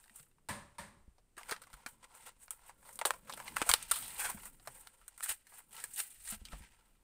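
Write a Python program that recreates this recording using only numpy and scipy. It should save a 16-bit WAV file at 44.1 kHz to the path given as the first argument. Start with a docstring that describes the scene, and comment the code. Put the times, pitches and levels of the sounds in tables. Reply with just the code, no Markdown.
"""A small paper tent on a table: hands work a card-backed blister pack open, close to the microphone.
The plastic shell buckles in sharp snaps, each a flurry of clicks through its resonances; card fibres
tear and rub as dense grains. Decaying low tones give bumps on the table and the low body of some snaps.
Arms lean on the table, two knocks further off ring round the room, and faint noise fills it.
The microphone port lifts the treble near 9 kHz; the top is cut."""
import sys
import numpy as np
from scipy import signal
from scipy.fft import rfft, irfft
from scipy.io import wavfile
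from scipy.ndimage import uniform_filter1d

SR = 44100
rng = np.random.default_rng(int(sys.argv[2]) if len(sys.argv) > 2 else 0)


def dump_mix(stems):
    """Bounce the given channels to the path in sys.argv[1] as a 16-bit WAV at rate SR."""
    frames = np.atleast_2d(stems).T  # one column per channel
    limited = np.clip(frames, -1, 1)  # hard clip at full scale
    pcm = np.round(limited * 32767).astype(np.int16)
    wavfile.write(sys.argv[1], SR, pcm)


N = 310023
T = np.arange(N) / SR  # seconds

# All levels are ahead of the microphone.
# spectrum of the room air: pitch_hz, density_db (per Hz, relative)
AIR_SPECTRUM = [(20, 1), (40, -0.5), (64, -12), (110, -12), (190, -22.5), (343, -18.5), (600, -23),
                (910, -25.5), (6100, -38), (8700, -40), (15500, -37.5)]
# arms leaning on the table: time_s, rumble_db, table_top_db (both relative)
LEANING = [(0.0, -87, -82), (0.7, -89, -83), (0.98, -70, -73), (1.15, -74, -94), (1.55, -85, -74.5),
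           (2.45, -77, -88.5), (2.96, -76, -79.5), (3.52, -70, -64.5), (3.8, -67, -70),
           (4.17, -66.5, -70.5), (4.38, -66, -66), (5.01, -80, -88.5), (5.58, -92, -87.5),
           (5.851, -85, -73.5), (6.07, -86, -84.5), (6.36, -56, -83), (6.54, -69, -61.5),
           (6.68, -76.5, -79.5), (7.03, -76, -85)]
# knocks across the room: start_s, level_db (relative), brightness_db, boom_db
FAR_KNOCKS = [(0.487, -33.5, -3, -3.5), (0.783, -40, -4.5, -10.5)]
# how the room dies away after a knock: band_hz, decay_t60_s
ROOM_DECAY = [(110, 0.54), (250, 0.13), (600, 0.33), (1000, 0.5), (1900, 0.39), (4000, 0.37), (9000, 0.31),
              (14000, 0.26)]
# colour of the knocks between boom and top treble: pitch_hz, colour_db
KNOCK_TINT = [(600, -11), (1000, 0.5), (1900, 0), (4000, -8)]
# modes of the struck thing: pitch_hz, level_db (relative), decay_t60_s
STRUCK_MODES = [(69, -7, 0.78), (154, -5, 0.37), (209.7, -2, 0.43), (576, -5.5, 0.47), (960, 4.5, 0.16),
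                (1720, -3.5, 0.42)]
# low thuds, bumps on the table and the low body of some snaps: start_s, peak_db, pitch_hz, decay_t60_s
LOW_THUDS = [(0.107, -63, 218, 0.094), (0.2, -60.5, 145.5, 0.16), (1.079, -48.5, 57.7, 0.069),
             (1.374, -53.5, 370, 0.032), (1.52, -37, 439, 0.036), (1.737, -50.5, 42.7, 0.13),
             (1.862, -48.5, 253, 0.035), (3.618, -33, 311, 0.027), (3.7, -39.5, 58.6, 0.072),
             (3.738, -46, 43.1, 0.046), (4.347, -45.5, 216, 0.075), (4.362, -49, 62, 0.089),
             (4.681, -58.5, 126, 0.21), (5.3, -53, 67, 0.061), (5.84, -52, 500, 0.026),
             (6.324, -46, 212, 0.13), (6.416, -46.5, 64.3, 0.11), (6.531, -41.5, 46.6, 0.23),
             (6.606, -46, 60, 0.1)]
# the card never rests quite still: time_s, rustle_db (relative), tautness_db (upper over lower modes)
CARD_GRIP = [(0.0, -75, 0), (0.4, -102, -1), (0.75, -76, -10), (1.3, -95, 2), (1.5, -87, -9),
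             (2.0, -84, -12), (2.28, -78.5, -0.5), (2.6, -77, -7), (3.05, -81, -19.5), (3.35, -73, -7.5),
             (3.6, -79, -3), (3.76, -72, 6), (4.1, -83, 6), (4.27, -80, -7.5), (4.4, -83, -5.5),
             (5.0, -88.5, -8), (5.3, -83.5, 14.5), (5.619, -90, -4.5), (6.2, -84, 18), (6.45, -66, 2.5),
             (7.03, -79.5, -3.5)]
# strokes that rub or rip the card: full_strength_s, fibres_db (relative), body_minus_fibres_db,
# swell_s (time constant), hold_s, decay_t60_s
CARD_RIPS = [(0.0, -63, -14.5, .01, 0.022, 0.87), (0.155, -55.5, -12.5, 0.011, 0.011, .13),
             (0.188, -56.5, -17, 0.015, 0.017, 0.21), (1.395, -62, 2, 0.0084, 0.12, 0.4),
             (1.514, -41.5, -6, 0.015, 0.00042, 0.044), (1.616, -63.5, 3, 0.0037, 0, 0.097),
             (1.749, -66.5, 0, 0.075, 0.056, 0.25), (1.876, -49, -10.5, 0.0043, 0.01, 0.2),
             (2.041, -59, 1.5, 0.008, 0.0061, 0.033), (2.168, -58, -5, 0.047, 0.124, 0.057),
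             (2.268, -51, -2, 0.0096, .0, 0.13), (2.423, -50.5, -18, 0.016, 0.012, 0.13),
             (2.52, -50, -11, 0.0045, 0.0014, 0.18), (2.683, -55.5, -4, 0.028, 0.0055, 0.084),
             (2.853, -57.5, -18, 0.036, 0.12, 0.082), (3.063, -47.5, -6.5, 0.012, 0.036, 0.31),
             (3.31, -56, -2, 0.029, 0.3, 0.33), (3.476, -51, 0.5, 0.0091, .0, 0.1),
             (3.595, -56, -4, 0.015, 0.0048, .2), (3.625, -42, 4, 0.0082, .0, .033),
             (3.734, -38, -5.5, 0.052, 0.022, 0.087), (3.764, -55.5, 4, 0.027, 0.091, 0.28),
             (3.936, -39, -11, 0.027, 0, 1.5), (4.197, -39, -14, 0.012, 0.0093, 0.056),
             (4.208, -56, 2, 0.022, 0.1, 0.17), (4.246, -33, -9.5, 0.0077, .0, 0.073),
             (4.3006, -39, -18, 0.013, .0, .063), (4.471, -53.5, -7.5, 0.088, 0.0069, 0.074),
             (4.666, -59, -7, 0.0088, 0, 2.1), (4.809, -51.5, -12, 0.055, 0.0034, .053),
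             (5.193, -57.5, -9.5, 0.0073, 0.065, .1), (5.241, -37, -14, 0.0058, 0.0034, 0.05),
             (5.293, -35.5, -11.5, 0.0042, 0.0075, 0.16), (5.306, -36, -11, .03, 0.0017, 0.09),
             (5.495, -63, -5, 0.012, 0.082, .15), (5.589, -50.5, -8.5, 0.036, 0.0039, 0.081),
             (5.723, -58, -7, 0.0055, 0.1, 0.18), (5.8, -59.5, 6, 0.03, .0, 0.055),
             (5.986, -43.5, -7.5, 0.0082, 0.011, 0.083), (5.999, -35, -13.5, 0.011, 0.0054, 0.11),
             (6.0, -44.5, -12.5, 0.11, 0.0027, 0.45), (6.311, -38, -28, 0.048, 0, 0.072),
             (6.33, -37.5, -5.5, 0.032, 0.0069, 0.1), (6.526, -59.5, -1, 0.044, 0.0096, 0.44),
             (6.5894, -51.5, -32, 0.0095, .0, 0.066)]
# modes of the card: pitch_hz, width_hz, level_db (relative, before tautness)
CARD_MODES = [(528, 79, -8.5), (938, 230, 3.5), (1348, 79, -1), (1590, 120, -3.5), (1950, 330, 1.5),
              (2386, 220, -4.5), (2760, 390, -4), (3790, 1200, -11.5)]
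# buckles of the shell: start_s, level_db (relative), ring_hz, ring_minus_level_db,
# sheet_minus_level_db, decay_t60_s
SHELL_SNAPS = [(0.04, -49, 1770, -3, -3, 0.035), (0.0576, -57.5, 876, 0, -6, 0.059),
               (0.079, -57.5, 1860, 5, -5, 0.032), (0.0958, -58, 1870, 11, -5, 0.024),
               (0.1588, -39.5, 1260, -18, -16, 0.092), (0.197, -49, 1370, -2.5, -1, 0.042),
               (0.265, -67, 1270, 2, -6, 0.04), (0.228, -48.5, 2700, -12.5, -22, 0.046),
               (0.313, -67, 1685, 2, -3, 0.04), (0.383, -70.5, 996, 8.5, -10, 0.048),
               (1.1817, -64.5, 504, 6.5, 2.5, 0.059), (1.367, -54, 1790, 3, -17, 0.055),
               (1.3779, -41, 1166, 2.5, -14, 0.1), (1.411, -51, 960, 4, -12, 0.054),
               (1.432, -45.5, 2100, 5.5, -13, 0.017), (1.4885, -44, 1000, 1, -13, 0.039),
               (1.494, -37, 1510, 4, -2, 0.046), (1.5104, -32.5, 1270, 4, 2.5, 0.089),
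               (1.523, -34.5, 1530, 7.5, -10, 0.036), (1.5631, -51.5, 1820, 13, 2, 0.033),
               (1.6174, -44, 1310, -2.5, -4, 0.072), (1.636, -49, 1500, 1, 1, 0.044),
               (1.669, -53, 1090, 3, -10, 0.046), (1.701, -50.5, 1032, -3, -6, 0.028),
               (1.73, -44, 1480, -4, -4, 0.066), (1.7395, -40, 1330, -5.5, -15, 0.039),
               (1.8616, -31.5, 1430, -0.5, -1.5, 0.046), (2.1494, -47, 940, -6.5, -20, 0.14),
               (2.4803, -58, 1430, 15.5, 10, 0.024), (2.5067, -20, 1330, -21, -16, 0.036),
               (2.592, -61.5, 970, 5.5, -8, 0.03), (2.6625, -51, 935, -28, -16, 0.16),
               (2.694, -49.5, 960, 6, -3, 0.063), (2.828, -59, 890, 5.5, -8, 0.054),
               (2.85, -55, 900, 3.5, -2, 0.32), (2.891, -45, 860, 2, -12, 0.037),
               (2.9284, -42.5, 961, -34, -34, 0.071), (2.956, -35.5, 525, -39, -37, 0.045),
               (2.9897, -26, 910, -10.5, -5, 0.045), (3.0132, -37, 886, 13, -19, 0.045),
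               (3.0517, -20.5, 1140, 1.5, 3, 0.017), (3.054, -15.5, 584, -8, -8, 0.054),
               (3.0686, -23.5, 1050, -10, -21, 0.055), (3.106, -22, 1040, 5.5, -52, 0.023),
               (3.137, -45, 970, 6, -4, 0.048), (3.273, -59, 1360, 9, -16, 0.25),
               (3.2955, -37.5, 1074, 4, 0, 0.057), (3.3245, -42.5, 1310, -25, 9, 0.045),
               (3.336, -31, 906, -10, -5.5, 0.044), (3.3738, -41, 920, 0.5, -16, 0.057),
               (3.4003, -43, 1000, 9, -23, 0.042), (3.479, -41.5, 2090, 8.5, -10, 0.05),
               (3.5623, -29.5, 1270, -4.5, -7, 0.038), (3.5668, -23.5, 1230, 4, -8, 0.034),
               (3.582, -30, 1630, -3, -10, 0.046), (3.6161, -26.5, 1010, 6, -23, 0.047),
               (3.6628, -34.5, 670, -5.5, -9, 0.32), (3.6906, -12, 1410, -9.5, -27, 0.068),
               (3.6958, -18, 1070, -0.5, -5.5, 0.055), (3.7138, -35.5, 1870, 17.5, -3, 0.027),
               (3.7142, -9.5, 2200, -7.5, -3, 0.014), (3.7374, -3.5, 1230, -8.5, -4, 0.027),
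               (3.826, -30.5, 2410, -19, -13, 0.054), (3.912, -11, 1320, -15.5, -12.5, 0.05),
               (3.9155, -11.5, 1330, -12, -7.5, 0.032), (3.9348, -30, 1040, -13, -6, 0.19),
               (3.9565, -28.5, 1320, -9, -8, 0.17), (4.0235, -40, 825, -10.5, -3.5, 0.37),
               (4.161, -41, 1830, -8, -4, 0.066), (4.198, -29, 1570, -3.5, -8, 0.34),
               (4.247, -32, 1540, 3, -7, 0.19), (4.373, -52, 1050, 5.5, -10, 0.052),
               (4.398, -49.5, 1980, 1, -14, 0.069), (4.454, -38, 1260, -9, -9, 0.097),
               (4.597, -55.5, 851, -0.5, 2.5, 0.052), (4.651, -59, 1380, 1, -4, 0.074),
               (4.6731, -33, 960, -1, -4, 0.043), (4.8714, -37.5, 1404, -3.5, -1, 0.031),
               (5.014, -59.5, 1300, 4.5, -15, 0.093), (5.0798, -30.5, 1470, -17, -14, 0.038),
               (5.177, -36, 1370, -14, -15.5, 0.044), (5.199, -39, 1360, -12, -19, 0.045),
               (5.2062, -34.5, 1360, 1, -10, 0.021), (5.2261, -30.5, 1860, -7, -10, 0.11),
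               (5.2327, -26, 1760, -17, -12, 0.095), (5.2596, -30, 1510, -4, -17, 0.036),
               (5.289, -35.5, 1640, -3.5, -12, 0.13), (5.468, -48, 1880, -2.5, -8.5, 0.059),
               (5.518, -57, 800, 3, -11, 0.2), (5.603, -57.5, 950, 5, -7.5, 0.042),
               (5.7082, -47, 1540, -15, -13, 0.038), (5.765, -38, 2960, -5, -10, 0.041),
               (5.786, -43, 1850, -2, -19.5, 0.04), (5.801, -33.5, 1750, -14, -12, 0.07),
               (5.8391, -25, 1720, -11, -35, 0.048), (5.9348, -36, 2300, -33, -23, 0.11),
               (5.9597, -33, 2250, -32, -10.5, 0.13), (6.103, -44.5, 2350, -23, -13, 0.17),
               (6.4522, -38.5, 3210, -2, -1, 0.048), (6.485, -47.5, 2360, 2, -16, 0.03),
               (6.53, -46.5, 764, 6.5, -6, 0.064)]
# resonances of the shell: multiple_of_ring, level_db (relative), width_hz
SHELL_MODES = [(.55, -7, 121.7), (1, 2.5, 170), (1.45, -5.5, 150), (2.1, -3.5, 119.8)]
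# resonances of the microphone port: pitch_hz, width_hz, added_db (against the direct sound)
PORT_MODES = [(8284, 970, 7), (8913, 600, 10)]

AIR_DB = -73.5  # rms
RUSTLE_BODY_DB = 1.5  # card body minus fibres in the faint rustle
SHEET_HZ, CRACK_HZ = 2400, 6000  # lower edges of the sheet and crack bands of a snap
CRACK_DB = -3.5  # crack peak against the level of its snap
TOP_HZ = 15550  # upper limit of the microphone


def undb(db):
    """Amplitude factor of a level in dB."""
    return 10 ** (np.asarray(db) / 20)


def level(x, db):
    """Scale to an rms level in dB."""
    return x * undb(db) / np.sqrt(np.mean(x ** 2))


def peak(x, db):
    """Scale to a peak level in dB."""
    return x * undb(db) / np.max(np.abs(x))


def band(x, lo_hz, hi_hz):
    """Keep one flat band of pitches."""
    edges_hz = [lo_hz, min(hi_hz, SR / 2.2)]
    return signal.sosfilt(signal.butter(2, edges_hz, "band", fs=SR, output="sos"), x)


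def ring(x, hz, width_hz):
    """One resonance, gain 1 at the centre."""
    return signal.lfilter(*signal.iirpeak(hz, hz / width_hz, SR), x)


def fade(t, t60):
    """Exponential die-away, down 60 dB after t60 seconds; silent before t = 0."""
    return np.exp(-np.log(1000) * np.maximum(t, 0) / t60) * (t >= 0)


def walk(rate):
    """Random levels drawn rate times a second and joined by straight slopes; spread near 1."""
    step = int(SR / rate)
    held = np.repeat(rng.standard_normal(N // step + 1), step)
    return 1.15 * uniform_filter1d(held, step)[:N]


def grains(count, scatter_db):
    """Dense clicks of both signs, some much larger than the rest."""
    boost = np.minimum(rng.exponential(size=count), 4.5)
    return rng.standard_normal(count) * undb(scatter_db * boost)


def add(out, s, x):
    """Mix x into out from s seconds on."""
    i = int(s * SR)
    out[i:i + len(x)] += x[:len(out) - i]


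def room_air():
    """Steady faint noise of the room, strongest in the lowest bass: random noise shaped by a spectrum."""
    hz, db = np.transpose(AIR_SPECTRUM)
    f = np.arange(N // 2 + 1) * SR / N + 1  # 1 Hz up, so the logarithm exists
    shape = undb(np.interp(np.log(f), np.log(hz), db))
    return level(irfft(rfft(rng.standard_normal(N)) * shape, N), AIR_DB)


def leaning_arms():
    """Low rumble, and the table top murmuring under the arms: two noise bands that follow the lean."""
    s, rumble_db, top_db = np.transpose(LEANING)
    rumble = level(band(rng.standard_normal(N), 16, 48), 2)
    top = level(band(rng.standard_normal(N), 90, 260) * undb(2.5 * walk(14)), 2)
    return undb(np.interp(T, s, rumble_db)) * rumble + undb(np.interp(T, s, top_db)) * top


def far_knocks():
    """Only the room's reply arrives: noise that dies away band by band, with the struck thing's modes."""
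    out, t = np.zeros(N), T[:SR]
    tint_hz, tint_db = np.transpose(KNOCK_TINT)

    def reply(hz, width, db, t60, swell_cycles):
        noise = level(ring(rng.standard_normal(SR), hz, width * hz), db)
        swell = 1 - np.exp(-t * hz / swell_cycles)  # a few cycles pass before a band is full
        return noise * fade(t, t60) * swell

    for s, db, bright_db, boom_db in FAR_KNOCKS:
        for hz, t60 in ROOM_DECAY:
            if hz < 400:
                colour_db = boom_db
            elif hz > 6000:
                colour_db = bright_db - 7.0
            else:
                colour_db = np.interp(hz, tint_hz, tint_db)
            add(out, s, reply(hz, 0.27, db + colour_db - 12, t60, 0.91))
        for hz, mode_db, t60 in STRUCK_MODES:
            add(out, s, reply(hz, 0.05, db + mode_db - 11.5, t60, 1.4))
    return out


def low_thuds():
    """Bumps on the table and the low body of some snaps: a decaying tone with a weaker overtone."""
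    out, t = np.zeros(N), T[:SR // 2]
    for s, db, hz, t60 in LOW_THUDS:
        swing = -np.sin(2 * np.pi * hz * t) - 0.25 * np.sin(2 * np.pi * 3.2 * hz * t)
        onset = np.minimum(t * hz / 0.063, 1)  # full after 0.063 cycle
        add(out, s, peak(swing * fade(t, t60) * onset, db))
    return out


def tearing_card():
    """Fibres part in patches of grains that shake the card; each stroke swells, holds and dies away."""
    s, rustle_db, taut_db = np.transpose(CARD_GRIP)
    taut_db = np.interp(T, s, taut_db)
    pull = undb(np.interp(T, s, rustle_db))  # drives the fibres
    shake = undb(RUSTLE_BODY_DB) * pull  # drives the card body
    for s, db, body_db, swell, hold, t60 in CARD_RIPS:
        rise = np.exp(np.minimum(T - s, 0) / swell)
        rip = undb(db) * rise * fade(np.maximum(T - s - hold, 0), t60)
        pull = pull + rip
        shake = shake + undb(body_db) * rip

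    patches = undb(1.9 * walk(45) + 2.3 * walk(250))
    fibres = grains(N, 2.6) * patches
    card = np.zeros(N)
    for hz, width_hz, db in CARD_MODES:
        # each mode catches and lets go on its own
        mode = level(ring(fibres * undb(2.5 * walk(70)), hz, width_hz), -12.5)
        # a taut card favours its upper modes
        tilt_db = 0.71 * taut_db * np.log2(hz / 1550)
        card += undb(db + tilt_db + 2.3 * walk(12)) * mode
    card = band(band(card, 320, 11000), 320, 11000)  # a small card radiates no bass

    hiss = band(grains(N, 1.2) * patches, 6900, 11000)
    # the finest fibres part in their own patches
    finest = band(grains(N, 4.03) * undb(3.5 * walk(140)), 12000, SR)
    hiss = hiss + undb(-0.5 + 2.0 * walk(6)) * finest
    return pull * level(hiss, -8.5) + shake * card


def snapping_shell():
    """One fold flips with a click, smaller folds follow in a dying flurry; the bent shell rings."""
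    out, t = np.zeros(N), T[:SR // 4]
    for s, db, hz, ring_db, sheet_db, t60 in SHELL_SNAPS:
        flurry = grains(len(t), 2.9) * np.minimum(t / 0.0013, 1)
        # the first fold to flip; in a short snap it is nearly all there is
        flurry[round(.0008 * SR)] += 0.5 / t60 + 2.5
        flurry = flurry * (fade(t, t60) + undb(-28.5) * fade(t, 0.25))

        shell = np.zeros(len(t))
        for multiple, mode_db, width_hz in SHELL_MODES:
            # every fold bends the shell a little differently, so all but the main ring shift
            bend = 1 if multiple == 1 else 1 + 0.06 * rng.standard_normal()
            shell += undb(mode_db) * ring(flurry, multiple * bend * hz, width_hz)
        shell = peak(shell, 0) + peak(band(flurry, 0.62 * hz, 1.75 * hz), -2.7)
        shell = band(band(shell, 370, 9000), 370, 9000)

        sheet = band(flurry, SHEET_HZ, CRACK_HZ)
        sheet = sheet + undb(1.5) * ring(sheet, 3190, 900) + undb(1.5) * ring(sheet, 3920, 930)
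        crack = band(flurry, CRACK_HZ, SR)
        snap = peak(crack, db + CRACK_DB) + peak(shell, db + ring_db) + peak(sheet, db + sheet_db)
        add(out, s, snap)
    return out


def scene():
    """The near pack with its reflections, over the low thuds, leaning arms, far knocks and room air."""
    background = room_air() + leaning_arms() + far_knocks() + low_thuds()
    near = tearing_card() + snapping_shell()
    t = T[:SR // 3]
    # the paper tent and the room send back a short wash and a fainter, longer one
    wash = rng.standard_normal(len(t)) * (fade(t - .004, 0.071) + undb(-13.5) * fade(t - .01, 0.35))
    wash = wash / np.sqrt(np.sum(wash ** 2))
    near = near + undb(-26.5) * signal.fftconvolve(near, wash)[:N]
    return (background + near)[None]


def record(dry):
    """The microphone port resonates in the treble; a steep low-pass cuts the top."""
    heard = dry + sum(undb(db) * ring(dry, hz, width_hz) for hz, width_hz, db in PORT_MODES)
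    return signal.sosfilt(signal.ellip(10, .2, 70, TOP_HZ, fs=SR, output="sos"), heard)


dry = scene()
out = record(dry)
dump_mix(out)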